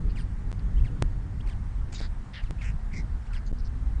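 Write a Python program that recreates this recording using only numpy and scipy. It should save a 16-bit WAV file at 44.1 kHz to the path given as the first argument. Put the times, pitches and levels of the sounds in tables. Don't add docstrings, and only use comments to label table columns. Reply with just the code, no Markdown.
import sys
import numpy as np
from scipy import signal
from scipy.io import wavfile
from scipy.ndimage import uniform_filter1d

SR = 44100
rng = np.random.default_rng(int(sys.argv[2]) if len(sys.argv) > 2 else 0)


def unload_wav(signal):
    wavfile.write(
        sys.argv[1],
        SR,
        np.round(np.clip(np.atleast_2d(signal).T, -1, 1) * 32767).astype(np.int16),
    )


N = 176400


def amp(db):
    return 10 ** (np.asarray(db) / 20)


def unit(x):
    return x / np.sqrt(np.mean(x ** 2) + 1e-20)


def level_at(colour, hz):
    f, db = np.transpose(colour)
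    return np.interp(np.log(hz + 1), np.log(f + 1), db, right=-100)


def add(mix, start, sound):
    part = mix[max(round(start * SR), 0):][:len(sound)]
    part += sound[:len(part)]


def noise(colour, drift_db, size):
    hz = np.fft.rfftfreq(size, 1 / SR)
    real, imag, drift = rng.standard_normal((3, N * 4 // size + 5, len(hz)))
    drift = uniform_filter1d(drift, size=8, axis=0)
    drift = unit(uniform_filter1d(drift, size=12, axis=1))
    spectra = (real + 1j * imag) * amp(level_at(colour, hz) + drift_db * drift)
    _, sound = signal.istft(spectra.T, nperseg=size, noverlap=size - size // 4)
    return unit(sound[:N])


def resonate(x, hz, width_hz):
    turn = np.exp(2j * np.pi * np.cumsum(hz) / SR)
    decay = np.exp(-np.pi * width_hz * np.e / SR)
    band = x / turn
    for _ in range(6):
        band = signal.lfilter([1 - decay], [1, -decay], band)
    return 2 * (turn * band).real


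# f/Hz, relative level/dB
DEEP_COLOUR = [(8.8, -32), (15, -1), (43, 3.5), (100, -13), (130, -41), (220, -120)]
UPPER_COLOUR = [(60, -20.5), (95, 4), (135, -4.5), (200, -10), (300, -18.5), (450, -27), (800, -51),
                (2000, -57)]
# t/s, level/dB
DEEP_LEVELS = [(0.0, -24), (0.27, -28.5), (0.5, -32), (0.81, -18), (0.9, -28.5), (1.85, -28.5),
               (2.0, -33.5), (2.03, -27), (2.42, -42), (2.44, -27), (2.62, -31.5), (2.72, -24.5),
               (2.82, -34), (3.13, -25.5), (3.27, -37.5), (3.34, -25.5), (3.38, -30.5), (4.0, -25.5)]
UPPER_LEVELS = [(0.0, -34), (0.51, -40), (1.04, -32.5), (1.05, -37), (2.47, -44.5), (2.52, -38.5),
                (2.64, -43), (2.73, -39.5), (2.84, -47), (3.0, -36), (3.22, -45), (4.0, -40)]
def wind():
    t = np.arange(N) / SR
    deep = amp(np.interp(t, *np.transpose(DEEP_LEVELS))) * noise(DEEP_COLOUR, drift_db=0, size=8192)
    upper = amp(np.interp(t, *np.transpose(UPPER_LEVELS))) * noise(UPPER_COLOUR, drift_db=1.5, size=2048)
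    return deep + upper


# f/Hz, relative level/dB
HISS_COLOUR = [(200, -2), (500, 2.5), (900, 5.5), (1300, 2), (1850, 0.5), (2500, -9), (3500, -12.5),
               (6000, -16.5), (9600, -18.5), (10300, -48.5)]
def hiss():
    return amp(-55.5) * noise(HISS_COLOUR, drift_db=1.3, size=1024)


def rasp(length, first_rate, last_rate, rough, resonances):
    t = np.arange(int((length + .004) * SR)) / SR
    progress = np.minimum(t / length, 1)
    rate = first_rate + (last_rate - first_rate) * progress ** 2.4
    slips, sizes, *scatters = np.clip(rng.standard_normal((2 + len(resonances), 64)), -1.7, 1.7)
    pulse_at = np.searchsorted(np.cumsum(rate) / SR, np.arange(len(slips)) + .5 + .35 * rough * slips)
    in_call = pulse_at < length * SR
    breath = .7 * rough * rng.standard_normal(N)[:len(t)] * (t < length)
    ending = np.maximum(1 - (1 - progress) / .38, 0)
    effort = np.minimum(t / .006, 1) * amp(-13 * ending)
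    sag = 1 + .024 * (1 - 2 * progress)
    out = 0
    for (hz, width_hz, db), scatter in zip(resonances, scatters):
        strengths = amp(4 * rough * sizes + .0005 * hz * scatter)
        pulses = np.bincount(pulse_at[in_call], strengths[in_call], len(t))
        voice = (unit(pulses) + breath) * effort
        out = out + amp(db) * unit(resonate(voice, hz * sag, width_hz))
    return unit(out)


# t/s, length/s, level/dB, low resonance f/Hz, high resonance f/Hz, high over low/dB
RATTLE_CALLS = [(0.086, 0.048, -62.5, 2600, 4500, 1.5), (0.181, 0.06, -62, 4770, 9000, -2.5),
                (0.588, 0.015, -63, 2970, 4500, 5), (3.359, 0.038, -54.5, 1920, 4900, -7.5),
                (3.460, 0.033, -60.5, 4460, 6500, -2), (3.581, 0.04, -64, 4260, 5200, 4),
                (3.645, 0.04, -61, 4400, 5360, 1)]
def rattles():
    out = np.zeros(N)
    for start, length, db, low_hz, high_hz, high_db in RATTLE_CALLS:
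        resonances = [(low_hz, 750, 0), (high_hz, 750, high_db)]
        call = rasp(length, first_rate=190, last_rate=160, rough=.4, resonances=resonances)
        add(out, start, amp(db) * call)
    return out


# f/Hz, relative level/dB
THROAT_COLOUR = [(900, -32), (1500, -2), (2100, 2.5), (3000, -0.5), (4400, -4.5), (6000, -9.5), (7200, -8),
                 (9000, -4), (10500, -33)]
# t/s, length/s, level/dB, first f/Hz, last f/Hz, overtones before the throat/dB
SQUEAK_CALLS = [ (0.153, 0.068, -52, 3450, 1352, -3.5), (0.765, 0.025, -60, 2790, 3180, -9),
                (0.781, 0.03, -60.5, 1720, 3000, -9), (0.838, 0.057, -55, 3240, 1274, -5),
                (1.403, 0.013, -55.5, 2700, 3500, -25), (1.46, 0.052, -57.5, 3320, 1430, 0),
                (1.482, 0.058, -56.5, 3250, 1385, -1), (2.422, 0.063, -59, 2990, 1253, -1),
                (2.580, 0.042, -59.5, 2380, 2900, -18), (2.61, 0.0128, -46, 2810, 2090, -18),
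                (2.916, 0.019, -55.5, 2070, 2380, -21), (2.935, 0.0089, -48, 2374, 2080, -28),
                (3.26, 0.023, -63, 1730, 3000, 0), (3.302, 0.05, -56, 1533, 1320, -22),
                (3.327, 0.05, -52, 3034, 1320, 0)]
def squeaks():
    out = np.zeros(N)
    breath = noise(THROAT_COLOUR, drift_db=0, size=512)
    for start, length, db, first_hz, last_hz, overtones_db in SQUEAK_CALLS:
        progress = np.linspace(0, 1, int(length * SR))
        wobbles = unit(uniform_filter1d(rng.standard_normal((2, SR // 10)), int(.001 * SR)))
        waver, flutter = wobbles[:, :len(progress)]
        slide_hz = last_hz * (first_hz / last_hz) ** ((1 - progress) ** 1.5)
        hz = slide_hz * (1 + .03 * waver)
        phase = 2 * np.pi * np.cumsum(hz) / SR
        tone = 0
        for k in range(1, 8):
            voice_db = 0 if k == 1 else overtones_db - 4.5 * (k - 2)
            tone = tone + amp(voice_db + level_at(THROAT_COLOUR, k * hz)) * np.cos(k * phase)
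        air = amp(-10.5 + overtones_db / 2) * breath[int(start * SR):][:len(progress)]
        fade = np.minimum(np.minimum(progress, 1 - progress) / .13, 1)
        call = (unit(tone) + air) * fade * amp(3.5 * flutter)
        add(out, start, amp(db) * unit(call))
    return out


# t/s, gap length/s (0 is just a click), level of each jump/dB
FEED_SKIPS = [(.5165, .0113, -28), (1.0241, 0, -17), (2.0053, .0074, -29), (2.509, 0, -30),
              (3.5165, .0113, -41)]
def skips(sound):
    t = np.arange(N) / SR
    click_decay_s, edge_s, gap_db = .004, .0011, -20.5
    for start, gap, db in FEED_SKIPS:
        from_gap_s = np.maximum(start - t, t - start - gap)
        side = np.where(t < start, 1, -1) * (from_gap_s >= 0)
        click = side * np.exp(-abs(from_gap_s) / click_decay_s)
        dip = np.clip(from_gap_s / edge_s, amp(gap_db), 1) if gap else 1
        sound = sound * dip + amp(db) * click
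    return sound


# (f/Hz, width/Hz, relative level/dB)
SQUAWK_CALLS = [ (1.92, 0.038, -50.5, 613, 410, 0.84, [(1790, 1700, 1.5), (3800, 610, -7), (5170, 1300, 0),
                (6800, 1760, 1.5)]), (1.942, 0.039, -47.5, 633, 396, 0.47, [(2620, 1700, -0.5),
                (3770, 180, 4.5), (4700, 730, 2.5), (6650, 1100, 0.5)]),
                (1.976, 0.06, -48.5, 429, 388, 0.62, [(1950, 650, -1), (3700, 460, -1), (4700, 940, 1.5),
                (6860, 1900, -9.5)]), (2.012, .068, -49.5, 399.4, 228, 0.27, [(1610, 1020, 2.5),
                (3870, 800, 1), (4530, 620, 2), (6900, 2100, -11.5)]),
                (2.331, 0.045, -48, 400, 376, 0.72, [(1900, 560, -5.5), (2900, 530, -9), (3720, 750, -6),
                (4700, 1260, -11.5)]), (2.358, 0.04, -47.5, 371, 340, 0.29, [(1870, 510, 1),
                (3030, 330, -2), (3640, 1100, -7), (4850, 770, -11)]),
                (2.382, 0.04, -51, 335, 204, 0.16, [(1780, 550, -2), (2880, 400, -3.5), (3700, 1200, -12),
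                (4600, 590, -15)]), (2.615, 0.043, -50.5, 480.5, 318, 0.745, [(2020, 840, 3.5),
                (2780, 530, -4), (5400, 2900, -7.5), (7300, 2400, -19)]),
                (2.639, 0.083, -49, 322.4, 171, .28, [(1860, 640, 0.5), (2520, 470, 1), (5500, 730, -11),
                (7240, 1800, -10.5)]), (2.928, 0.057, -50, 330, 453, .7, [(2140, 340, 4.5),
                (4000, 640, -20), (5200, 1300, -4), (7000, 1700, -12)]),
                (2.958, 0.065, -48, 313, 177.5, 0.092, [(2110, 240, 1), (3920, 410, -17),
                (5400, 1100, -7.5), (7300, 1400, -16)])]
def squawks():
    out = np.zeros(N)
    for start, length, db, first_rate, last_rate, rough, resonances in SQUAWK_CALLS:
        add(out, start, amp(db) * rasp(length, first_rate, last_rate, rough, resonances))
    return out


# t/s, f/Hz, level/dB
MOTOR_HUM = [(2.099, 190, -72), (2.851, 213, -54), (3.401, 235, -58), (3.65, 244, -52.5), (4.0, 260, -66.5)]
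def motor():
    t = np.arange(N) / SR
    times, hz, db = np.transpose(MOTOR_HUM)
    waver_hz = 2.5 * unit(uniform_filter1d(rng.standard_normal(N), int(.06 * SR)))
    cycles = np.cumsum(np.interp(t, times, hz) + waver_hz) / SR
    return np.interp(t, times, amp(db), left=0) * unit(np.sin(2 * np.pi * cycles))


# t/s, length/s, level/dB, f/Hz
LOW_BUMPS = [(2.52, 0.045, -45, 171), (2.69, 0.069, -37, 138), (2.96, 0.069, -44, 111)]
def bumps():
    out = np.zeros(N)
    run_in = SR // 10
    for start, length, db, centre_hz in LOW_BUMPS:
        progress = np.linspace(0, 1, int(length * SR))
        hz = np.full(run_in + len(progress), centre_hz)
        band = resonate(rng.standard_normal(N)[:len(hz)], hz, width_hz=42)[run_in:]
        swell = np.sqrt(progress * (1 - progress))
        add(out, start, amp(db) * unit(band * swell))
    return out


def scene():
    return (wind() + hiss() + rattles() + squeaks() + squawks() + motor() + bumps())[None]


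def record(dry):
    t = np.arange(N) / SR
    fade = np.minimum(np.minimum(t, t[::-1]) / .004, 1)
    feed = skips(dry[0] * fade)
    treble_cut = signal.firwin(255, 10300, window=("kaiser", 8), fs=SR)
    return signal.oaconvolve(feed, treble_cut, "same")[None]


dry = scene()
out = record(dry)
unload_wav(out)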